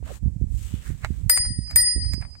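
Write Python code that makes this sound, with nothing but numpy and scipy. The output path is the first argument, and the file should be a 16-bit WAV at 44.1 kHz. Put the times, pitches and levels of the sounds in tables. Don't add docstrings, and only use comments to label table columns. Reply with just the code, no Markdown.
import sys
import numpy as np
from scipy import signal
from scipy.fft import rfft, irfft
from scipy.io import wavfile
from scipy.ndimage import uniform_filter1d, map_coordinates

SR = 44100
rng = np.random.default_rng(int(sys.argv[2]) if len(sys.argv) > 2 else 0)


def unload_wav(signal):
    wavfile.write(
        sys.argv[1],
        SR,
        np.round(np.clip(np.atleast_2d(signal).T, -1, 1) * 32767).astype(np.int16),
    )


N = 105840
T = np.arange(N) / SR

# (time [s], ring level [dB], boost of the top tone [dB], crack level [dB], crack treble [dB])
BLOWS = [(1.2971, -3, 8, -10.5, 2), (1.7596, 1.5, 5, -14.5, 3)]
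# (pitch [Hz], twin's offset [Hz])
TONE_PITCHES = [(1900.6, 23.7), (4934.5, -7), (6845, 14), (8795, -5), (8813, -3), (9873, 12), (10730, 19),
                (13293, 12), (13750, 9)]
# (level [dB], time to fade 60 dB [s], left minus right [dB],
# lag at the left [rad], twin's left gain [ratio], twin's right gain [ratio])
TONE_RINGS = [(-28, 0.71, -3.5, 2.12, -0.1, 0.99), (-20.5, 1.56, 2.5, 2.03, -0.01, 0.74),
              (-60, 0.33, -21, 0.67, 0, 1), (-23.5, 0.47, -1, 0.37, -1.7, 0.8),
              (-15, 0.62, 7, 1.46, -0.25, -0.1), (-51, 0.27, 2, 0.69, -.7, -.7),
              (-46.5, 0.43, 6, 4.4, .7, 0.83), (-14.5, 0.14, 5.5, 2.7, -0.16, 0.2),
              (-60, .42, 26, 4.2, .3, .3)]
# (time [s], left level [dB], right level [dB])
LONG_TONE_WAVER = [(1.3, 7, -1.5), (1.361, -1, 9.5), (1.409, 2, 6), (1.521, -3, -4.5), (1.6, -9, -12),
                   (1.659, -14, 6), (1.7, 4, 5), (1.762, -4, -10), (1.788, 3.5, 4), (1.826, -10.5, 8),
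                   (1.881, 3.5, 4.5), (1.959, -14.5, 5), (2.024, 3.5, -13), (2.11, -6, 6),
                   (2.188, -8.5, 0.5), (2.279, -9, -18), (2.328, -20, 1), (2.4, -1.5, -14.5)]
LONG_TONE_HZ, TWIN_FADE_S, OLD_RING_DB = 4934.5, 2.4, -18


def bell():
    out = np.zeros((2, N))
    times, left_db, right_db = np.array(LONG_TONE_WAVER).T
    waver = undb([np.interp(T, times, left_db), np.interp(T, times, right_db)])
    for start, db, boost_db, _, _ in BLOWS:
        out *= np.where(T >= start, undb(OLD_RING_DB), 1)
        turn = 2j * np.pi * (T - start)
        for (hz, offset_hz), tone in zip(TONE_PITCHES, TONE_RINGS):
            tone_db, fade_s, pan_db, lag, twin_left, twin_right = tone
            twin = np.array([[twin_left], [twin_right]]) * np.exp(turn * offset_hz)
            throb = 1 + twin * fade(start, TWIN_FADE_S) + 0.36 * wander(per_s=36)
            wave = np.exp(turn * hz - 1j * np.array([[lag], [0]]))
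            ring = (throb * wave).imag * fade(start, fade_s) * (waver if hz == LONG_TONE_HZ else 1)
            bright_db = boost_db * (hz / np.max(TONE_PITCHES)) ** 2
            out += ring * pan(pan_db) * undb(db + tone_db + bright_db)
    return out


# (frequency [Hz], relative level [dB])
CRACK_COLOUR = [(200, -33), (800, -17.5), (1400, -10), (2100, -4.5), (2900, -21), (4200, -14.5),
                (6500, -11), (8200, -0.5), (10000, -8.5), (13000, -1.5), (16000, -29.5)]
CRACK_RISE_S, BLOW_PAN_DB = 0.00088, -4.5


def hammer():
    out = 0
    for start, _, _, db, treble_db in BLOWS:
        rise = (T < start) * np.exp(-abs(T - start) / CRACK_RISE_S)
        spring = undb(-10.5) * fade(start, seconds=0.15) * treble(handlebar_noise(), db=-15)
        crack = (rise + fade(start, seconds=0.0084)) * handlebar_noise()
        out += undb(db) * treble(crack + spring, treble_db)
    return colour(out, CRACK_COLOUR) * pan(BLOW_PAN_DB)


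# (frequency [Hz], relative level [dB])
BRACKET_COLOUR = [(300, -25), (1000, -22), (1400, -9), (2300, -6), (3000, -14.5), (12000, -34.5)]


def bracket():
    shake = sum(fade(start, seconds=0.02) for start, *_ in BLOWS)
    return colour(shake * handlebar_noise(), BRACKET_COLOUR) * undb(-22) * pan(BLOW_PAN_DB)


# (time [s], level [dB], treble [dB], slide compared with snap [dB])
LEVER_CLICKS = [(1.047, -15, -16.5, -18), (1.3752, -17, 2.5, -18.5), (1.4511, -33, -19, -10),
                (1.676, -51.5, 0, -8), (1.7104, -31.5, -2.5, -12.5), (1.73, -43, -12, -8),
                (1.8097, -35.5, -18.5, -28), (2.048, -41, -8, -19), (2.1356, -28, 2.5, -18),
                (2.214, -44, 0.5, -15), (2.225, -32, -38, -9.5), (2.251, -38.5, -53, -13.5),
                (2.353, -41.5, -37, -18.5)]
# (frequency [Hz], relative level [dB])
PLASTIC_COLOUR = [(200, -34), (600, -2), (1300, -1), (2200, 5), (3200, -14), (4300, -2), (5500, -7.5),
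                  (8000, -1.5), (9500, -10.5), (15500, -15)]
SLIDE_S = 0.011


def lever():
    out = 0
    for start, db, treble_db, slide_db in LEVER_CLICKS:
        slide = undb(slide_db) * np.exp(-abs(T - start) / SLIDE_S)
        snap = fade(start, seconds=0.0046)
        settle = undb(-16) * fade(start, seconds=0.052)
        out += undb(db) * treble((slide + snap + settle) * handlebar_noise(), treble_db)
    return colour(out, PLASTIC_COLOUR) * pan(-4.5)


# (time [s], half length [s], level [dB], treble [dB],
# left minus right [dB], rough pitch [Hz], relative level of that pitch [dB])
SLEEVE_BRUSHES = [(0.095, 0.03, -40.5, -12, 0, 1193, -4), (0.148, 0.023, -53, -0.5, 13, 864, -1),
                  (0.637, 0.077, -61, 10.5, 3.5, 2590, 3), (0.735, 0.09, -49.5, -11, 1.5, 3013, -1),
                  (0.875, .033, -52, 0.5, -3, 1741, 8.5), (1.08, .14, -52.5, -5.5, 0.5, 2070, -11.5),
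                  (2.242, 0.12, -70.5, -23.5, -8, 647, 12)]
# (frequency [Hz], relative level [dB])
CLOTH_COLOUR = [(200, 6), (800, -6.5), (1700, -3), (3300, -3.5), (5500, -5), (8000, 3.5), (10000, -6.5),
                (15500, -9)]


def brushes():
    out, cloth = 0, colour(noise(), CLOTH_COLOUR)
    for centre, half_s, db, treble_db, pan_db, hz, pitch_db in SLEEVE_BRUSHES:
        swell = np.exp(-((T - centre) / half_s) ** 2 / 2)
        rub = treble(cloth, treble_db) + undb(pitch_db) * pitched_noise(hz, width_hz=750)
        out += undb(db) * pan(pan_db) * swell * rub
    grain = undb(4.5 * wander(per_s=400))
    return out * grain


# (time [s], pitch [Hz], level [dB])
SCUFF_GLIDE = [(0.061, 650, -46), (.098, 611, -42), (0.107, 642, -31), (0.122, 405, -36), (0.131, 340, -53)]


def scuff():
    times, hz, db = np.array(SCUFF_GLIDE).T
    swell = np.interp(T, times, undb(db), left=0, right=0)
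    return pitched_noise(np.interp(T, times, hz), width_hz=200) * swell * pan(-10.5)


# (time [s], relative level [dB])
GUSTS = [(0.0, -35), (0.2, -45.5), (0.23, -23.5), (0.29, -25), (0.31, -34), (0.56, -29), (0.67, -39.5),
         (0.74, -33), (0.83, -43), (0.91, -25), (0.99, -42.5), (1.11, -27), (1.16, -34), (1.27, -26.5),
         (1.32, -46.5), (1.52, -26), (1.54, -40), (1.59, -30), (1.69, -43), (1.74, -26.5), (1.92, -44.5),
         (1.96, -25.5), (2.19, -32.5), (2.4, -50)]
# (frequency [Hz], relative level [dB])
WIND_COLOUR = [(20, -7), (40, -3.5), (60, 5.5), (100, -2.5), (160, -12.5), (250, -23), (400, -42),
               (800, -52), (2000, -72.5)]
# (time [s], level [dB], rough half width [s], left minus right [dB])
SWIRLS = [(.028, -39.5, 0.00053, 19), (0.233, -23, 0.0019, -15.5), (0.262, -21, 0.0017, -23),
          (0.282, -17.5, .0025, -17.5), (.365, -22, 0.0022, -17.5), (0.415, -31.5, 0.0011, -27.5),
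          (0.424, -23, .003, -29.5), (0.442, -34, 0.0015, -38.5), (0.544, -26.5, 0.0032, -34),
          (0.7409, -24, 0.0015, -25.5), (.904, -32.5, .0011, -23), (1.043, -33.5, .003, -34),
          (1.106, -27, .0014, -29.5), (1.263, -25, 0.0023, -34.5), (1.402, -30, .003, -29.5),
          (1.508, -27.5, .002, -28.5), (1.59, -23, 0.0016, -28.5), (1.963, -34.5, 0.0011, -37),
          (1.98, -37.5, 0.00083, -29), (2.142, -36, .0015, -40.5), (2.181, -36, 0.0011, -27),
          (2.208, -31.5, 0.003, -32.5)]
WIND_LEFT_DB, WIND_RIGHT_DB = -22.5, 6


def wind():
    strength = undb(np.interp(T, *np.array(GUSTS).T))
    fluttering_air = noise() * strength * undb(1.5 * wander(per_s=40.56))
    out = colour(fluttering_air, WIND_COLOUR) * undb([[WIND_LEFT_DB], [WIND_RIGHT_DB]])
    for centre, db, half_s, pan_db in SWIRLS:
        gap_squared = ((T - centre) / (2 * half_s)) ** 2
        suction = (1 - 3 * gap_squared) / (1 + gap_squared) ** 3
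        out -= pan(pan_db) * undb(db) * suction
    return out


# (frequency [Hz], relative level [dB])
TYRE_COLOUR = [(100, 7), (300, 4), (700, -9), (1300, -20), (2100, -10.5), (3500, -17.5), (5500, -13),
               (8000, -7), (10000, -18.5), (15500, -24.5)]
HISS_DB, GRIT_DB, GRIT_PER_S = -63.5, -70.5, 270


def tyres():
    ticks = rng.random(N) < GRIT_PER_S / SR
    grit = ticks * noise() * np.sqrt(SR / GRIT_PER_S)
    hiss = undb(HISS_DB + 0.5 * wander(per_s=3.1)) * noise()
    return colour(hiss + undb(GRIT_DB) * grit, TYRE_COLOUR)


def undb(db):
    return 10 ** (np.asarray(db) / 20)


def pan(db):
    return undb(np.array([[db], [-db]]) / 2)


def fade(start, seconds):
    return (T >= start) * np.exp(-np.log(1000) * np.maximum(T - start, 0) / seconds)


def noise():
    return rng.standard_normal((2, N))


def wander(per_s):
    step = max(int(SR / per_s), 2)
    held = noise()[:, np.arange(N) // step]
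    return 0.54 * uniform_filter1d(uniform_filter1d(held, step), step)


def handlebar_noise(lag_s=0.0001384, share=0.44):
    shared = rng.standard_normal(N)
    late = map_coordinates(shared, [(T - lag_s) * SR], mode="mirror")
    return np.sqrt(share) * np.array([late, shared]) + np.sqrt(1 - share) * noise()


def pitched_noise(hz, width_hz):
    phase = 2 * np.pi * np.cumsum(hz * np.ones(N)) / SR
    return wander(2 * width_hz) * np.cos(phase) + wander(2 * width_hz) * np.sin(phase)


def treble(x, db, above_hz=3240):
    low = signal.sosfiltfilt(signal.butter(2, above_hz, fs=SR, output="sos"), x)
    return low + undb(db) * (x - low)


def colour(x, points):
    hz, db = np.array(points, float).T
    size = 2 * N
    curve = undb(np.interp(np.log(np.arange(N + 1) * SR / size + 1), np.log(hz), db))
    gain = curve / np.sqrt(np.mean(curve ** 2))
    cepstrum = irfft(np.log(gain))
    cepstrum[1:N] *= 2
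    cepstrum[N + 1:] = 0
    return irfft(rfft(x, size) * np.exp(rfft(cepstrum)))[..., :N]


def scene():
    return bell() + hammer() + bracket() + lever() + brushes() + scuff() + wind() + tyres()


def record(dry, lowest_hz=28, highest_hz=16150, limit=0.8):
    low_cut = signal.butter(2, lowest_hz, "high", fs=SR, output="sos")
    high_cut = signal.ellip(8, 0.2, 70, highest_hz, fs=SR, output="sos")
    clipped = np.clip(signal.sosfilt(low_cut, dry), -limit, limit)
    return signal.sosfilt(high_cut, clipped)


dry = scene()
out = record(dry)
unload_wav(out)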